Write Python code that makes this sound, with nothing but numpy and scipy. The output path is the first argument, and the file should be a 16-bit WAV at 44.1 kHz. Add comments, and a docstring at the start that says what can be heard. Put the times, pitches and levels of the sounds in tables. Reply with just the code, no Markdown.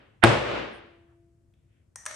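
"""A live workshop, heard close up from the stereo microphone of a camera standing on a wooden workbench.
An earlier knock is dying away in the room as a plastic pipe is knocked on end on the bench, which booms
and shakes the camera. The limiter ducks under the blow and lets the room swell back.
Lifted off, the open pipe hums faintly, with soft rubs and a tick of handling.
Last, a thin metal rod ticks and taps against its rim."""
import sys
import numpy as np
from scipy import signal
from scipy.fft import rfft, irfft, next_fast_len
from scipy.io import wavfile
from scipy.ndimage import uniform_filter1d, minimum_filter1d, map_coordinates

SR = 44100
rng = np.random.default_rng(int(sys.argv[2]) if len(sys.argv) > 2 else 0)


def wav_out(sig):
    """Save sig, one row per channel (or a flat mono array), as 16-bit PCM at SR to the path in sys.argv[1]."""
    wavfile.write(sys.argv[1], SR, np.round(np.clip(np.atleast_2d(sig).T, -1, 1) * 32767).astype(np.int16))


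N = 94815

# Levels are relative within each table; a spectrum's levels are per hertz.
# reverberation of the workshop (frequency [Hz], t60 [s])
ROOM_T60 = [(60, 0.44), (120, 0.61), (300, .8), (600, 0.68), (1500, 0.75), (3000, 0.76), (5500, 0.65),
            (9000, 0.48), (13000, 0.47)]
# left-right likeness at the microphone, room sound and close sound (frequency [Hz], correlation [-1..1])
ROOM_COHERENCE = [(100, 1), (250, .5), (500, -0.023), (1500, .2), (4000, .2), (10000, 0.19)]
CLOSE_COHERENCE = [(100, 0.98), (500, 0.67), (2000, .65), (5000, 1), (10000, 0.48)]
# spectra of the still workshop and of its answer to a knock (frequency [Hz], level [dB])
ROOM_TONE_SPECTRUM = [(20, -22), (45, -10), (75, -2), (120, -2.5), (160, -13), (250, -17), (400, -23),
                      (600, -27.5), (800, -35.5), (1500, -37.5), (3500, -47), (8500, -44), (14000, -57)]
KNOCK_ROOM_SPECTRUM = [(25, -41), (55, -15.5), (85, -7.5), (120, -6), (175, -10.5), (270, -7.5), (360, -5),
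                       (570, -0.5), (750, -6), (1050, -8.5), (1800, -11.5), (2900, -15), (4500, -24),
                       (6000, -30.5), (9000, -31.5), (10500, -48), (13000, -68)]
# spectrum of the camera rattling on the bench top (frequency [Hz], level [dB])
RATTLE_SPECTRUM = [(200, -18), (650, -5), (1100, -6), (1650, 3), (2300, -4), (3300, -14), (5000, -38.5),
                   (9000, -54), (13000, -82)]
# rise and fall of that rattle (time [s], level [dB])
RATTLE_ENVELOPE = [(0.22, -59.5), (.228, -21), (0.239, 0.5), (.247, -1.5), (.262, -33), (.29, -59)]
# bench and pipe under the blow (frequency [Hz], level [dB], t60 [s])
BENCH_MODES = [(61, -14.5, 0.71), (114.2, 5, 0.32), (133.8, -5, 0.47), (224.6, 2, 0.13), (337.1, 7.5, 0.13),
               (519.6, -1, 0.14), (550.7, -5, 0.15), (657, 0, 0.17), (820.8, -1, 0.18), (1022, -2, 0.045),
               (1108, -3.5, 0.057), (1249, -0.5, 0.047), (1641, -1, .09)]
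# low room resonances that swell and ring on after the knock (frequency [Hz], level [dB], t60 [s])
ROOM_MODES = [(55.4, -28, .6), (117.7, -20, .8), (181, -27, 0.88), (223.3, -23, .8), (343.5, -16, .7),
              (456.6, -18.5, .6), (508, -15, 0.52), (559.3, -13, .6), (590.6, -15, .65), (606, -17, .65),
              (675, -19.5, 0.52)]
# spectra of plastic meeting wood: dull thud and sharp crack (frequency [Hz], level [dB])
THUD_SPECTRUM = [(35, -45), (80, -25), (200, -2.5), (400, 1), (800, -1.5), (1600, -8), (2400, -14),
                 (3600, -14.5), (5200, -29.5), (9000, -33), (11000, -40), (13500, -62)]
CRACK_SPECTRUM = [(500, -6.5), (1500, 5), (4000, 5.5), (6500, -12.5), (9000, -1), (11000, -13.5),
                  (14000, -36)]
# the rim lands, then settles flat (time [s], level [dB])
RIM_CONTACTS = [(.2383, -2.5), (0.2466, -7.5)]
# air column of the open pipe (frequency [Hz], level [dB], t60 [s])
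AIR_MODES = [(340.3, -48, 1.9), (676.5, -62, 2.0)]
# soft rubs as the pipe is handled; the one at 1.11 s is the pipe brushing against a shirt (time [s], width [s],
# centre [Hz], width [octaves], level [dB])
HANDLING_RUBS = [(.755, 0.021, 9100, .13, -69), (1.11, 0.033, 880, 0.99, -72), (1.76, 0.058, 2160, 0.63, -79)]
# spectrum of a handling tick (frequency [Hz], level [dB])
TICK_SPECTRUM = [(1200, -22), (2000, -7), (2500, 0), (3000, -4), (3600, -1), (4500, -22)]
# the rod touches the rim (time [s], rod level [dB], wall level [dB], left over right [dB])
ROD_TAPS = [(1.958, -29, -58, 3.5), (2.0543, -33, -52, 2), (2.0625, -22.5, -29.5, 2),
            (2.111, -37.5, -38.5, 5.5), (2.143, -38, -52, 3)]
# spectra of rod and pipe wall at a touch (frequency [Hz], level [dB])
ROD_SPECTRUM = [(250, -24.5), (900, 0), (1400, -7), (1850, -6), (2700, -14), (4200, -19), (5400, -9),
                (6050, 3.5), (7400, -7), (8700, 4.5), (9800, -19), (11000, -9), (12000, -24), (13500, -38)]
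WALL_SPECTRUM = [(200, -42), (430, -21), (620, 4.5), (800, -18), (1200, -2), (1500, -2.5), (1820, -0.5),
                 (2200, -7.5), (2700, -10.5), (4500, -10.5), (8000, -33)]
# what rings on in rod and pipe wall (frequency [Hz], level [dB], t60 [s])
ROD_MODES = [(1850, -27, 0.83), (1900, -35, 0.63), (5870, -24, 0.76), (5990, -29, 0.72),
             (6525, -24.5, 0.32), (9300, -32, 0.17), (9100, -28, 0.16), (11400, -37, 0.21)]
WALL_MODES = [(626, -15.5, 0.31), (1280, -22.5, 0.46), (1710, -16.5, 0.31), (2164, -19, .4)]

EARLIER_KNOCK_S, KNOCK_S, LIFT_S, TICK_S = -0.68, 0.2378, 0.73, 1.538
CEILING_DB, RELEASE_DB_PER_S, TOP_HZ = -8, 80.5, 14000
DETECT_S, HOLD_S, SMOOTH_S = 0.0089, 0.19, 0.004
TIME = np.arange(N) / SR


def amp(db):
    """Decibels to amplitude."""
    return 10 ** (np.asarray(db) / 20)


def along(points, hz):
    """Read (frequency, value) points along a log frequency axis."""
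    freqs, values = np.transpose(points)
    return np.interp(np.log(hz + 1), np.log(freqs + 1), values)


def pan(db):
    """Channel gains that put the left db above the right."""
    return amp(np.array([[db], [-db]]) / 2)


def at(start_s, x):
    """Move a stereo sound to start_s; whatever falls before zero is cut."""
    shift = round(start_s * SR)
    delay, skip = max(shift, 0), max(-shift, 0)
    return np.pad(x, ((0, 0), (delay, skip)))[:, skip:skip + N]


def filtered(x, response):
    """Shape x by a gain that depends on frequency."""
    size = next_fast_len(N + SR // 2)
    return irfft(rfft(x, size) * response(np.fft.rfftfreq(size, 1 / SR)), size)[..., :N]


def noise(spectrum, coherence):
    """Coloured stereo noise of rms 1, with the given likeness between channels."""
    def mid_side_gains(hz):
        angle = np.arccos(np.clip(along(coherence, hz), -1, 1)) / 2
        return amp(along(spectrum, hz)) * [np.cos(angle), np.sin(angle)]
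    mid, side = filtered(rng.standard_normal((2, N)), mid_side_gains)
    pair = np.array([mid + side, mid - side])
    return pair / pair.std()


def fade(t60, attack_s):
    """A rise, and a fall of 60 dB in t60 seconds."""
    return np.exp(-np.log(1000) * TIME / t60) * (1 - np.exp(-TIME / attack_s))


def ring(modes, rise_cycles, blur_hz=0):
    """Damped sines that build over rise_cycles; a wandering phase widens each line by blur_hz."""
    out = 0
    for hz, db, t60 in modes:
        wander = np.cumsum(rng.standard_normal(N)) * np.sqrt(2 * np.pi * blur_hz / SR)
        out += amp(db) * fade(t60, rise_cycles / hz) * np.sin(2 * np.pi * hz * TIME + wander)
    return out


def burst(spectrum, t60):
    """A contact close to the microphone: dense modes that die at once."""
    return noise(spectrum, CLOSE_COHERENCE) * fade(t60, attack_s=0.0003)


def room_tone():
    """The low rumble of the workshop's still air, a little to the left."""
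    return amp(-63.5) * noise(ROOM_TONE_SPECTRUM, ROOM_COHERENCE) * pan(db=3)


def reverb(spectrum, build_s=0.018):
    """The workshop answers a contact: reflections build up, and each frequency dies at its own speed."""
    hz, t, bins = signal.stft(noise(spectrum, ROOM_COHERENCE), SR, nperseg=512)
    decay = np.exp(-np.log(1000) * t / along(ROOM_T60, hz)[:, None])
    _, tail = signal.istft(bins * decay, SR, nperseg=512)
    return tail[:, :N] * (1 - np.exp(-TIME / build_s)) * pan(db=1)


def earlier_knock():
    """The tail of an earlier knock still hangs in the room."""
    return at(EARLIER_KNOCK_S, amp(0.5) * reverb(KNOCK_ROOM_SPECTRUM))


def camera_rattle():
    """Shock through the bench top buzzes the right microphone port before the sound arrives by air."""
    times, levels = np.transpose(RATTLE_ENVELOPE)
    envelope = amp(np.interp(TIME, times, levels, left=-np.inf, right=-np.inf))
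    return noise(RATTLE_SPECTRUM, CLOSE_COHERENCE) * envelope * amp([[-22], [0]])


def pipe_knock():
    """The rim cracks onto the bench near the microphone; the bench booms and the room answers."""
    bench = amp(-5) * ring(BENCH_MODES, rise_cycles=0.82)
    room_ring = amp(-2) * ring(ROOM_MODES, rise_cycles=2.9)
    boom = -(bench + room_ring) * pan(db=5)  # negative: the bench is pushed down first
    thud = amp(4.5) * burst(THUD_SPECTRUM, t60=0.055)
    cracks = sum(at(s, amp(5.5 + db) * burst(CRACK_SPECTRUM, t60=0.012)) for s, db in RIM_CONTACTS)
    room = amp(-1.5) * reverb(KNOCK_ROOM_SPECTRUM)
    return at(KNOCK_S, boom + thud + room) + cracks


def pipe_hum(waver_db=1.2, wavers_per_s=14):
    """Lifted, the pipe is open at both ends and its air column hums, wavering a little in level."""
    knots = rng.standard_normal(int(N * wavers_per_s / SR) + 4)
    waver = amp(waver_db * map_coordinates(knots, [TIME * wavers_per_s]))
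    return at(LIFT_S, ring(AIR_MODES, rise_cycles=44) * waver * pan(db=3))


def handling_rubs():
    """The pipe is handled and brushes a shirt: soft swells of friction noise, each in its own band."""
    out = np.zeros((2, N))
    for peak_s, width_s, hz, octaves, db in HANDLING_RUBS:
        ratio = 2 ** octaves
        band = [(hz / ratio ** 2, -30), (hz / ratio, -4), (hz, 0),
                (hz * ratio, -4), (hz * ratio ** 2, -40)]
        swell = np.exp(-0.5 * ((TIME - peak_s) / width_s) ** 2)
        out += amp(db) * noise(band, ROOM_COHERENCE) * swell
    return out


def handling_tick():
    """One faint, close tick from the handled pipe, with a trace of room."""
    return at(TICK_S, amp(-65) * burst(TICK_SPECTRUM, t60=0.023) + amp(-80) * reverb(TICK_SPECTRUM))


def rod_taps():
    """Each touch, just left of centre, rings the bright rod and duller pipe wall; the room answers."""
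    out = np.zeros((2, N))
    for start_s, rod_db, wall_db, pan_db in ROD_TAPS:
        close_rod = burst(ROD_SPECTRUM, t60=0.018) + ring(ROD_MODES, rise_cycles=4.1, blur_hz=25)
        rod = close_rod * pan(pan_db) + amp(-18.5) * reverb(ROD_SPECTRUM)
        close_wall = burst(WALL_SPECTRUM, t60=0.028) + ring(WALL_MODES, rise_cycles=3, blur_hz=25)
        wall = close_wall * pan(pan_db) + amp(-13.5) * reverb(WALL_SPECTRUM)
        out += at(start_s, amp(rod_db) * rod + amp(wall_db) * wall)
    return out


def scene():
    """All that reaches the microphone on the bench."""
    return (room_tone() + earlier_knock() + camera_rattle() + pipe_knock()
            + pipe_hum() + handling_rubs() + handling_tick() + rod_taps())


def record(dry):
    """The camera's limiter ducks, holds and recovers steadily; peaks are rounded and the top is cut."""
    power = np.abs(uniform_filter1d(np.mean(dry ** 2, axis=0), int(DETECT_S * SR)))
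    needed_db = np.minimum(CEILING_DB - 10 * np.log10(power + 1e-12), 0)
    half_hold = int(HOLD_S * SR / 2)
    held_db = minimum_filter1d(needed_db, 2 * half_hold + 1, origin=half_hold)
    climb_db = RELEASE_DB_PER_S * TIME
    released_db = np.minimum.accumulate(held_db - climb_db) + climb_db  # caps how fast the gain rises
    limited = dry * amp(uniform_filter1d(released_db, int(SMOOTH_S * SR)))
    rounded = limited / (1 + np.abs(limited) ** 6) ** (1 / 6)
    return filtered(rounded, lambda hz: 1 / (1 + (hz / TOP_HZ) ** 80))


dry = scene()
out = record(dry)
wav_out(out)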